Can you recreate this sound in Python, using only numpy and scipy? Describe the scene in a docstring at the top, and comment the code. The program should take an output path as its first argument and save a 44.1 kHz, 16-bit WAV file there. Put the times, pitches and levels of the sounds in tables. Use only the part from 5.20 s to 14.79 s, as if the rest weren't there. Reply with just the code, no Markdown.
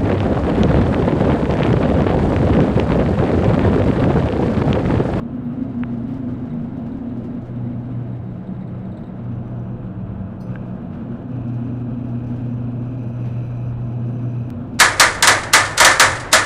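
"""Cargo ship's bridge in a heavy sea.

The engine drones through the steelwork and sets a loose panel buzzing against its frame.
The gale moans round the deckhouse over the dull rush of the waves, and the hull booms as seas strike it.
Spray spatters on the windows, and loose fittings rattle, tick and clink as the ship rolls."""
import sys
import numpy as np
from scipy import signal
from scipy.fft import rfft, irfft, next_fast_len
from scipy.io import wavfile
from scipy.ndimage import uniform_filter1d

SR = 44100
rng = np.random.default_rng(int(sys.argv[2]) if len(sys.argv) > 2 else 0)


def int16_out(signal):
    """Quantize to a 16-bit WAV file."""
    q = np.round(np.clip(np.atleast_2d(signal).T, -1, 1) * 32767)
    wavfile.write(sys.argv[1], SR, q.astype(np.int16))


N = 422917

# gusts and lulls of the gale: time_s, strength_db
GALE = [(0, -27), (.6, -22), (1.05, -25.5), (2.0, -26), (2.3, -30), (2.55, -26.5), (3.0, -39), (3.5, -44),
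        (4.1, -32), (4.4, -39), (5.1, -40.5), (5.9, -30.5), (6.5, -27), (7.5, -28), (8.4, -39.5),
        (8.8, -31.5), (9.59, -29.5)]
USUAL_GALE_DB = -32.5   # midway between gust and lull


def from_db(db):
    """Decibels to gain."""
    return 10 ** (np.asarray(db) / 20)


def unit_rms(x):
    """Scale to rms 1."""
    return x / np.sqrt(np.mean(np.abs(x) ** 2) + 1e-20)


def curve(rows):
    """Join (time_s, value) points into a value for every sample."""
    times, values = np.transpose(rows)
    return np.interp(np.arange(N) / SR, times, values)


def drift(rate_hz):
    """Smooth random wander, rms 1, moving at up to about rate_hz."""
    step, run_in = 8, 8000
    lowpass = signal.butter(2, np.clip(rate_hz, .1, SR / 20), fs=SR / step, output="sos")
    slow = signal.sosfilt(lowpass, rng.standard_normal(N // step + run_in + 2))[run_in:]
    return np.interp(np.arange(N) / step, np.arange(len(slow)), unit_rms(slow))


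def phase_of(hz):
    """Phase in radians of a steady or gliding pitch."""
    return 2 * np.pi * np.cumsum(hz * np.ones(N)) / SR


def coloured(spectrum):
    """Noise shaped by (freq_hz, gain_db) points and rolled off beyond them, rms 1."""
    size = next_fast_len(N)
    hz, db = np.transpose(spectrum)
    bins = np.maximum(np.arange(size // 2 + 1) * SR / size, 1)
    gain = from_db(np.interp(np.log(bins), np.log(hz), db))
    gain *= np.minimum(bins / hz[0], 1) ** 2 * np.minimum(hz[-1] / bins, 1) ** 2
    return unit_rms(irfft(rfft(rng.standard_normal(size)) * gain, size)[:N])


def resonance(hz, width_hz, steadiness=0):
    """A resonance stirred at random, rms 1; steadiness (0 to 1) evens out its swing."""
    swing = drift(width_hz / 2) + 1j * drift(width_hz / 2)
    swing = swing / (np.abs(swing) + .1) ** steadiness
    return unit_rms(np.real(swing * np.exp(1j * phase_of(hz))))


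def stirred(modes):
    """A bank of randomly stirred resonances."""
    return sum(from_db(db) * resonance(hz, width) for hz, width, db in modes)


def evened(x, span_s):
    """Level out swells slower than span_s and keep the faster beating, rms 1."""
    size = round(span_s * SR)
    power = uniform_filter1d(uniform_filter1d(x ** 2, size), size)
    return unit_rms(x / np.sqrt(np.abs(power) + 1e-9))


def clicks(rows):
    """One impulse for each (start_s, level_db)."""
    out = np.zeros(N)
    for start_s, db in rows:
        out[min(round(start_s * SR), N - 1)] += from_db(db)
    return out


def ring(hits, hz, t60_s):
    """Each click sets a damped sine ringing."""
    decay, angle = from_db(-60 / (t60_s * SR)), 2 * np.pi * hz / SR
    return signal.lfilter([0, np.sin(angle)], [1, -2 * decay * np.cos(angle), decay ** 2], hits + 1e-18)


def fade(hits, t60_s):
    """An envelope that jumps at each click and dies away."""
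    return signal.lfilter([1], [1, -from_db(-60 / (t60_s * SR))], hits + 1e-18)


def weather(sea_db, hiss_db, flutter_db, surge_db):
    """Hull rumble, wind, and seas and spume that lift a little in gusts, dulled by the cabin walls."""
    # colours of the hull, breaking seas, wind and blown spume: freq_hz, gain_db
    rumble_colour = [(15, -3.5), (25, 0), (38, 2.5), (60, 0), (85, 2.5), (130, -0.5), (220, -8), (400, -31)]
    sea_colour = [(120, -11), (200, 4.5), (290, 1), (345, 1.5), (400, -4.5), (460, -3), (560, -5.5),
                  (700, -7), (770, -12.5), (1000, -16.5), (1500, -30.5), (3000, -56)]
    wind_colour = [(500, -13.5), (850, -2.5), (1020, -1), (1130, -0.5), (1280, 1.5), (1620, -4.5),
                   (1900, -14), (3000, -36.5)]
    spume_colour = [(1300, -10), (1900, -5.5), (2300, -0.5), (2900, -1), (3400, -6.5), (4000, -11),
                    (4600, -19), (6500, -24.5), (8300, -25.5), (9600, -32.5), (15500, -32)]
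    # slow swells of the rumble and the wind: time_s, level_db
    rumble_level = [(0, -41), (1.25, -37.5), (3.9, -40.5), (4.55, -36), (6.3, -41), (6.8, -38), (8.6, -38),
                    (9.1, -43.5), (9.59, -36.5)]
    wind_level = [(0, -51.5), (1.3, -52), (3.0, -55), (4.2, -52.5), (5.75, -50.5), (7.5, -52.5),
                  (9.59, -52.5)]
    gust_db = curve(GALE) - USUAL_GALE_DB
    flutter = flutter_db * drift(18)
    rumble = from_db(curve(rumble_level)) * coloured(rumble_colour)
    sea = from_db(sea_db + .076 * gust_db + surge_db * drift(5.9)) * coloured(sea_colour)
    wind = from_db(curve(wind_level) + flutter) * coloured(wind_colour)
    spume = from_db(hiss_db + .14 * gust_db + flutter) * coloured(spume_colour)
    return rumble + sea + wind + spume


def cabin():
    """The wind keeps the cabin's resonances humming."""
    # cabin modes: pitch_hz, width_hz, level_db
    modes = [(96.2, 9, -40), (128.2, 12, -41), (152.2, 9, -40), (218, 14, -43), (310, 16, -48.5),
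             (504.8, 10, -52), (606, 19, -55), (672.4, 20, -53), (724, 23, -58.5), (830, 33, -57.5),
             (887, 16, -64), (1023, 30, -64), (1583, 120, -67)]
    return stirred(modes)


def booms(width_hz):
    """Seas strike the hull: short low swells of the plating, each at one pitch."""
    # blows on the hull: centre_s, level_db, pitch_hz, half_length_s
    blows = [(0.302, -30.5, 152, 0.07), (1.365, -27.5, 151, 0.1), (4.898, -32, 99.6, 0.18),
             (4.95, -35, 66, .1), (8.524, -36.5, 76, 0.1), (8.605, -40, 51, .15)]
    t = np.arange(N) / SR
    return sum(from_db(db) * np.exp(-((t - centre_s) / half_s) ** 2) * resonance(hz, width_hz, 1)
               for centre_s, db, hz, half_s in blows)


def slaps(rise_s, t60_s):
    """Heavy sheets of water land softly on the deckhouse and drain away."""
    # landings: start_s, level_db
    sheets = [(.875, -52.5), (5.72, -53), (7.1, -54.5), (8.04, -49)]
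    # their dull splash: freq_hz, gain_db
    colour = [(900, 1), (1500, -3.5), (3000, -9.5), (6000, -29.5)]
    envelope = uniform_filter1d(fade(clicks(sheets), t60_s), round(rise_s * SR))
    return envelope * coloured(colour)


def spray(trim_db, t60_s, patchy_db, grain_db, sizzle_t60_s, drops_per_s):
    """Bursts of fine drops hit the glass and thin out, over a patchy patter with a few larger drops."""
    # dashes of spray and thin high sizzles: start_s, level_db
    dashes = [(0.4244, -53.5), (0.7736, -56.5), (0.8794, -59), (0.937, -52.5), (1.0829, -55), (1.2531, -56),
              (1.4167, -58), (1.5694, -58), (1.6636, -54), (1.769, -56.5), (1.9709, -54), (2.0398, -51),
              (2.2159, -56), (2.2583, -56), (3.7803, -65), (6.2786, -53.5), (6.3394, -56), (6.8857, -56),
              (6.9894, -62.5), (7.0683, -53.5), (7.1601, -52), (8.0551, -54), (9.5417, -54.5)]
    sizzles = [(0.14, -77), (0.24, -76), (0.88, -75), (1.57, -78), (3.78, -77)]
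    # drizzle between the dashes, and a brief skitter of the metal piece near 5.35 s: time_s, level_db
    patter_level = [(0, -80), (.6, -73), (2.5, -76), (3.5, -81.5), (5.15, -88), (5.35, -72.5), (5.7, -81.5),
                    (7.15, -73.5), (9.59, -77.5)]
    # colour of drops on glass: freq_hz, gain_db
    colour = [(1500, -4.5), (3000, 8.5), (4500, 4.5), (6500, -0.5), (8500, -6), (10000, -9.5),
              (15500, -14.5)]
    large_drops = from_db(9.5) * fade(rng.random(N) < drops_per_s / SR, t60_s=.04)
    patter = from_db(curve(patter_level)) * np.hypot(from_db(patchy_db * drift(25)), large_drops)
    envelope = np.hypot(from_db(trim_db) * fade(clicks(dashes), t60_s), patter)   # powers add
    sizzle_noise = coloured([(8000, -16.5), (11000, 1.0), (13500, -1), (15500, 1.5)])
    sizzle = fade(clicks(sizzles), sizzle_t60_s) * sizzle_noise
    grain = unit_rms(from_db(grain_db * drift(400)))
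    return envelope * grain * coloured(colour) + sizzle


def latch(trim_db, t60_s, chatter_db, flutter_db, shakes_per_s):
    """A loose latch chatters brightly; as the ship leans on it, it fizzes and shakes more often."""
    # the hardest shakes: start_s, level_db
    hard_shakes = [(1.297, -54), (1.7194, -57.5), (1.8951, -58.5), (2.36, -58.5), (2.6294, -61),
                   (2.9194, -60), (3.271, -57), (3.4096, -56), (3.4745, -56), (3.6536, -55.5),
                   (3.7189, -55), (3.7715, -50), (3.8342, -55), (3.8681, -59)]
    # the ship's lean, as the level of the fizz: time_s, level_db
    lean = [(0, -74.5), (0.7, -68.5), (2.1, -70.5), (3.85, -70), (5.0, -89.5), (9.59, -93.5)]
    # modes of the rattle and of the fizz: pitch_hz, width_hz, level_db
    rattle_modes = [(3780, 310, 2.5), (4230, 300, -10), (7900, 500, -14), (8500, 300, -17.5)]
    fizz_modes = [(1958, 600, 6.5), (3810, 220, -8.5), (4300, 1500, -12.5), (8200, 800, -24.5)]
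    lean_db = curve(lean)
    light_shakes = rng.random(N) < shakes_per_s * from_db(lean_db - lean_db.max()) / SR
    hits = clicks(hard_shakes) + from_db(-63.5) * light_shakes
    rattle = from_db(trim_db - chatter_db * drift(150)) * fade(hits, t60_s) * stirred(rattle_modes)
    fizz = from_db(lean_db + flutter_db * drift(30)) * stirred(fizz_modes)
    return rattle + fizz


def ticks(snap_hz, snap_t60_s):
    """Loose fittings tick dryly: each contact is a short snap and one damped mode."""
    # two dull knocks and one faint, bright click, each with its own top:
    # start_s, level_db, pitch_hz, t60_s, snap_db, top_hz
    contacts = [(0.6355, -15.5, 1580, 0.0036, 2, 3000), (5.3568, -25.5, 1586, 0.022, 3, 3270),
                (9.3038, -26.5, 1810, 0.00036, 4, 15000)]
    out = np.zeros(N)
    for start_s, db, hz, t60_s, snap_db, top_hz in contacts:
        hit = clicks([(start_s, db)])
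        band = signal.butter(4, [700, top_hz], "band", fs=SR, output="sos")
        snap = hit + ring(hit, snap_hz, min(snap_t60_s, t60_s))
        out += signal.sosfilt(band, ring(hit, hz, t60_s) + from_db(snap_db) * snap)
    return out


def clink(scuff_db, scuff_t60_s):
    """A small metal piece lands with a bright scuff and rings roughly as it bounces."""
    # bounces: start_s, level_db
    bounces = [(5.204, -64), (5.2085, -60.5), (5.233, -82), (5.267, -74), (5.31, -78)]
    # modes of the metal: pitch_hz, width_hz, level_db, t60_s
    modes = [(4300, 140, 1.5, 0.089), (5000, 240, -5.5, 0.24), (5938, 130, -9, 0.3), (8888, 150, -11, 0.22),
             (10900, 240, -13, 0.18), (13650, 600, -8, 0.11), (15050, 240, -15, 0.11)]
    hits = clicks(bounces)
    scuff = fade(hits, scuff_t60_s) * coloured([(3500, -9), (4300, 4), (15000, -3)])
    ringing = sum(from_db(db) * fade(hits, t60_s) * resonance(hz, width, steadiness=.55)
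                  for hz, width, db, t60_s in modes)
    return from_db(scuff_db) * scuff + ringing


def moan(upper_trim_db, lower_trim_db, even_s, waver_db, bend_hz_per_db):
    """Eddies shed by the deckhouse drive a low note and a beating upper pair that sharpens in gusts."""
    # upper pair with a breathy band, in the usual gale; then the low note: pitch_hz, width_hz, level_db
    upper_modes = [(235.2, 13.8, -0.5), (261, 8, -6), (315, 90, -15.5)]
    lower_modes = [(186.7, 9, 0)]
    # the low note takes over in the long lull: time_s, level_db
    lower_level = [(0, -38.5), (2.85, -37.5), (3.25, -29), (3.9, -34), (5.5, -30.5), (6.3, -42),
                   (9.59, -40)]
    gale_db = curve(GALE)
    bend_hz = bend_hz_per_db * (gale_db - USUAL_GALE_DB)
    bent_modes = [(hz + bend_hz, width, db) for hz, width, db in upper_modes]
    upper = from_db(gale_db + upper_trim_db + waver_db * drift(10)) * evened(stirred(bent_modes), even_s)
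    lower_db = curve(lower_level) + lower_trim_db + waver_db * drift(9)
    return upper + from_db(lower_db) * evened(stirred(lower_modes), even_s)


def panel(phase, drone_db, ring_db, ceiling_db, sharpness, pulse_depth):
    """A loose panel scrapes its frame once per engine cycle, unevenly in weak bouts, steadier in strong."""
    # how freely it sits as the ship rolls: time_s, slack_db
    slack = [(0, -29), (3.7, -24), (4.5, -5.5), (5.3, 0), (6.2, -3.5), (7.6, -4), (8.15, 1.5), (8.7, -4.5),
             (9.59, -0.5)]
    # bouts of chatter: start_s, length_s, push_db
    chatters = [(4.12, .05, -80), (4.23, .3, -84), (6.12, .07, -78), (6.25, 0.37, -82.5), (6.757, .17, -79),
                (7.03, 0.13, -74), (7.29, .09, -74.5), (7.59, 0.18, -79), (7.79, .73, -70.5),
                (8.6, .23, -79), (8.853, 0.45, -69)]
    # modes of the panel: pitch_hz, width_hz, level_db
    low_modes = [(2518, 300, 5), (2914, 350, -7), (3960, 190, -10.5)]
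    high_modes = [(4900, 500, -8.5), (5970, 120, -2), (7000, 600, -16), (8550, 450, -13.5),
                  (9400, 250, -21), (10350, 400, -16.5), (11680, 350, -14), (12750, 450, -22),
                  (15200, 400, -24)]
    full_drone_db, between_bouts_db, edge_s = -22.5, -92.5, .03
    shaking = from_db(curve(slack) + .72 * (drone_db - full_drone_db))
    t = np.arange(N) / SR
    bouts = sum(from_db(db) * np.clip(np.minimum(t - start, start + length - t) / edge_s + .5, 0, 1)
                for start, length, db in chatters)
    unevenness = from_db(4.5 * drift(70) + 2.5 * drift(13))
    push = (bouts + from_db(between_bouts_db) * shaking) * unevenness
    force = from_db(ceiling_db) * np.tanh(push / from_db(ceiling_db))   # hard pushes level off
    pulses = unit_rms(np.exp(sharpness * (np.cos(phase) - 1)))
    high = force * pulses * evened(stirred(high_modes), span_s=.0043)
    # the low modes ring on from one touch to the next, louder as the drone swells
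    low = from_db(ring_db) * shaking * (1 - pulse_depth + pulse_depth * pulses) * stirred(low_modes)
    return high + low


def engine(phase, drone_db, trim_db, waver_db, weak_waver_db):
    """A near-pure drone carried by the steelwork; the weaker it is, the more it wavers."""
    # partials of the drone: multiple, level_db
    partials = [(1, 1.5), (2, -24), (3, -29)]
    tone = sum(from_db(db) * np.sin(k * phase + rng.uniform(0, 2 * np.pi)) for k, db in partials)
    weakness = (drone_db.max() - drone_db) / np.ptp(drone_db)
    waver = (waver_db + weak_waver_db * weakness) * drift(8.3)
    return from_db(drone_db + trim_db + waver) * unit_rms(tone)


def scene():
    """Everything heard at the bridge window, in mono."""
    # the engine races and labours a little with the seas: time_s, pitch_hz
    engine_pitch = [(0, 121.4), (2.3, 121.5), (4.2, 119.7), (5.4, 121.2), (6.2, 120.5), (9.59, 120.9)]
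    # its drone swells and sinks as the hull works: time_s, level_db
    engine_level = [(0.0, -40.5), (0.77, -32), (1.15, -35.5), (1.57, -47.5), (1.71, -40), (1.89, -43),
                    (1.95, -32), (2.11, -38.5), (2.43, -23.5), (2.51, -36), (2.56, -26), (2.64, -33.5),
                    (2.75, -25), (3.31, -36.5), (3.36, -31), (3.87, -40), (3.9, -44), (4.06, -26.5),
                    (4.59, -30), (4.73, -40.5), (4.78, -33), (5.23, -42), (5.31, -29), (5.72, -39),
                    (6.09, -34), (6.14, -25.5), (6.94, -26.5), (9.21, -23), (9.48, -44), (9.59, -29.5)]
    phase, drone_db = phase_of(curve(engine_pitch)), curve(engine_level)
    mix = engine(phase, drone_db, trim_db=-.05, waver_db=.82, weak_waver_db=2.5)
    mix += panel(phase, drone_db, ring_db=-61.5, ceiling_db=-70, sharpness=1.7, pulse_depth=.3)
    mix += weather(sea_db=-37.5, hiss_db=-63.5, flutter_db=1.15, surge_db=.5)
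    mix += moan(upper_trim_db=-1.34, lower_trim_db=-1, even_s=.11, waver_db=1.06, bend_hz_per_db=.5)
    mix += cabin() + booms(width_hz=9)
    mix += spray(trim_db=-8.5, t60_s=.18, patchy_db=3, grain_db=1, sizzle_t60_s=.65, drops_per_s=11)
    mix += slaps(rise_s=.03, t60_s=.88)
    mix += latch(trim_db=-7, t60_s=.078, chatter_db=1.5, flutter_db=2, shakes_per_s=6)
    mix += ticks(snap_hz=2320, snap_t60_s=.0015) + clink(scuff_db=-5, scuff_t60_s=.085)
    return mix[None]


def record(dry):
    """The sound eases in over a few milliseconds; the top is cut steeply."""
    ease_s, cutoff_hz = .004, 15750
    ease = np.minimum(np.arange(N) / (ease_s * SR), 1)
    return signal.sosfilt(signal.ellip(10, .1, 70, cutoff_hz, fs=SR, output="sos"), dry * ease)


dry = scene()
out = record(dry)
int16_out(out)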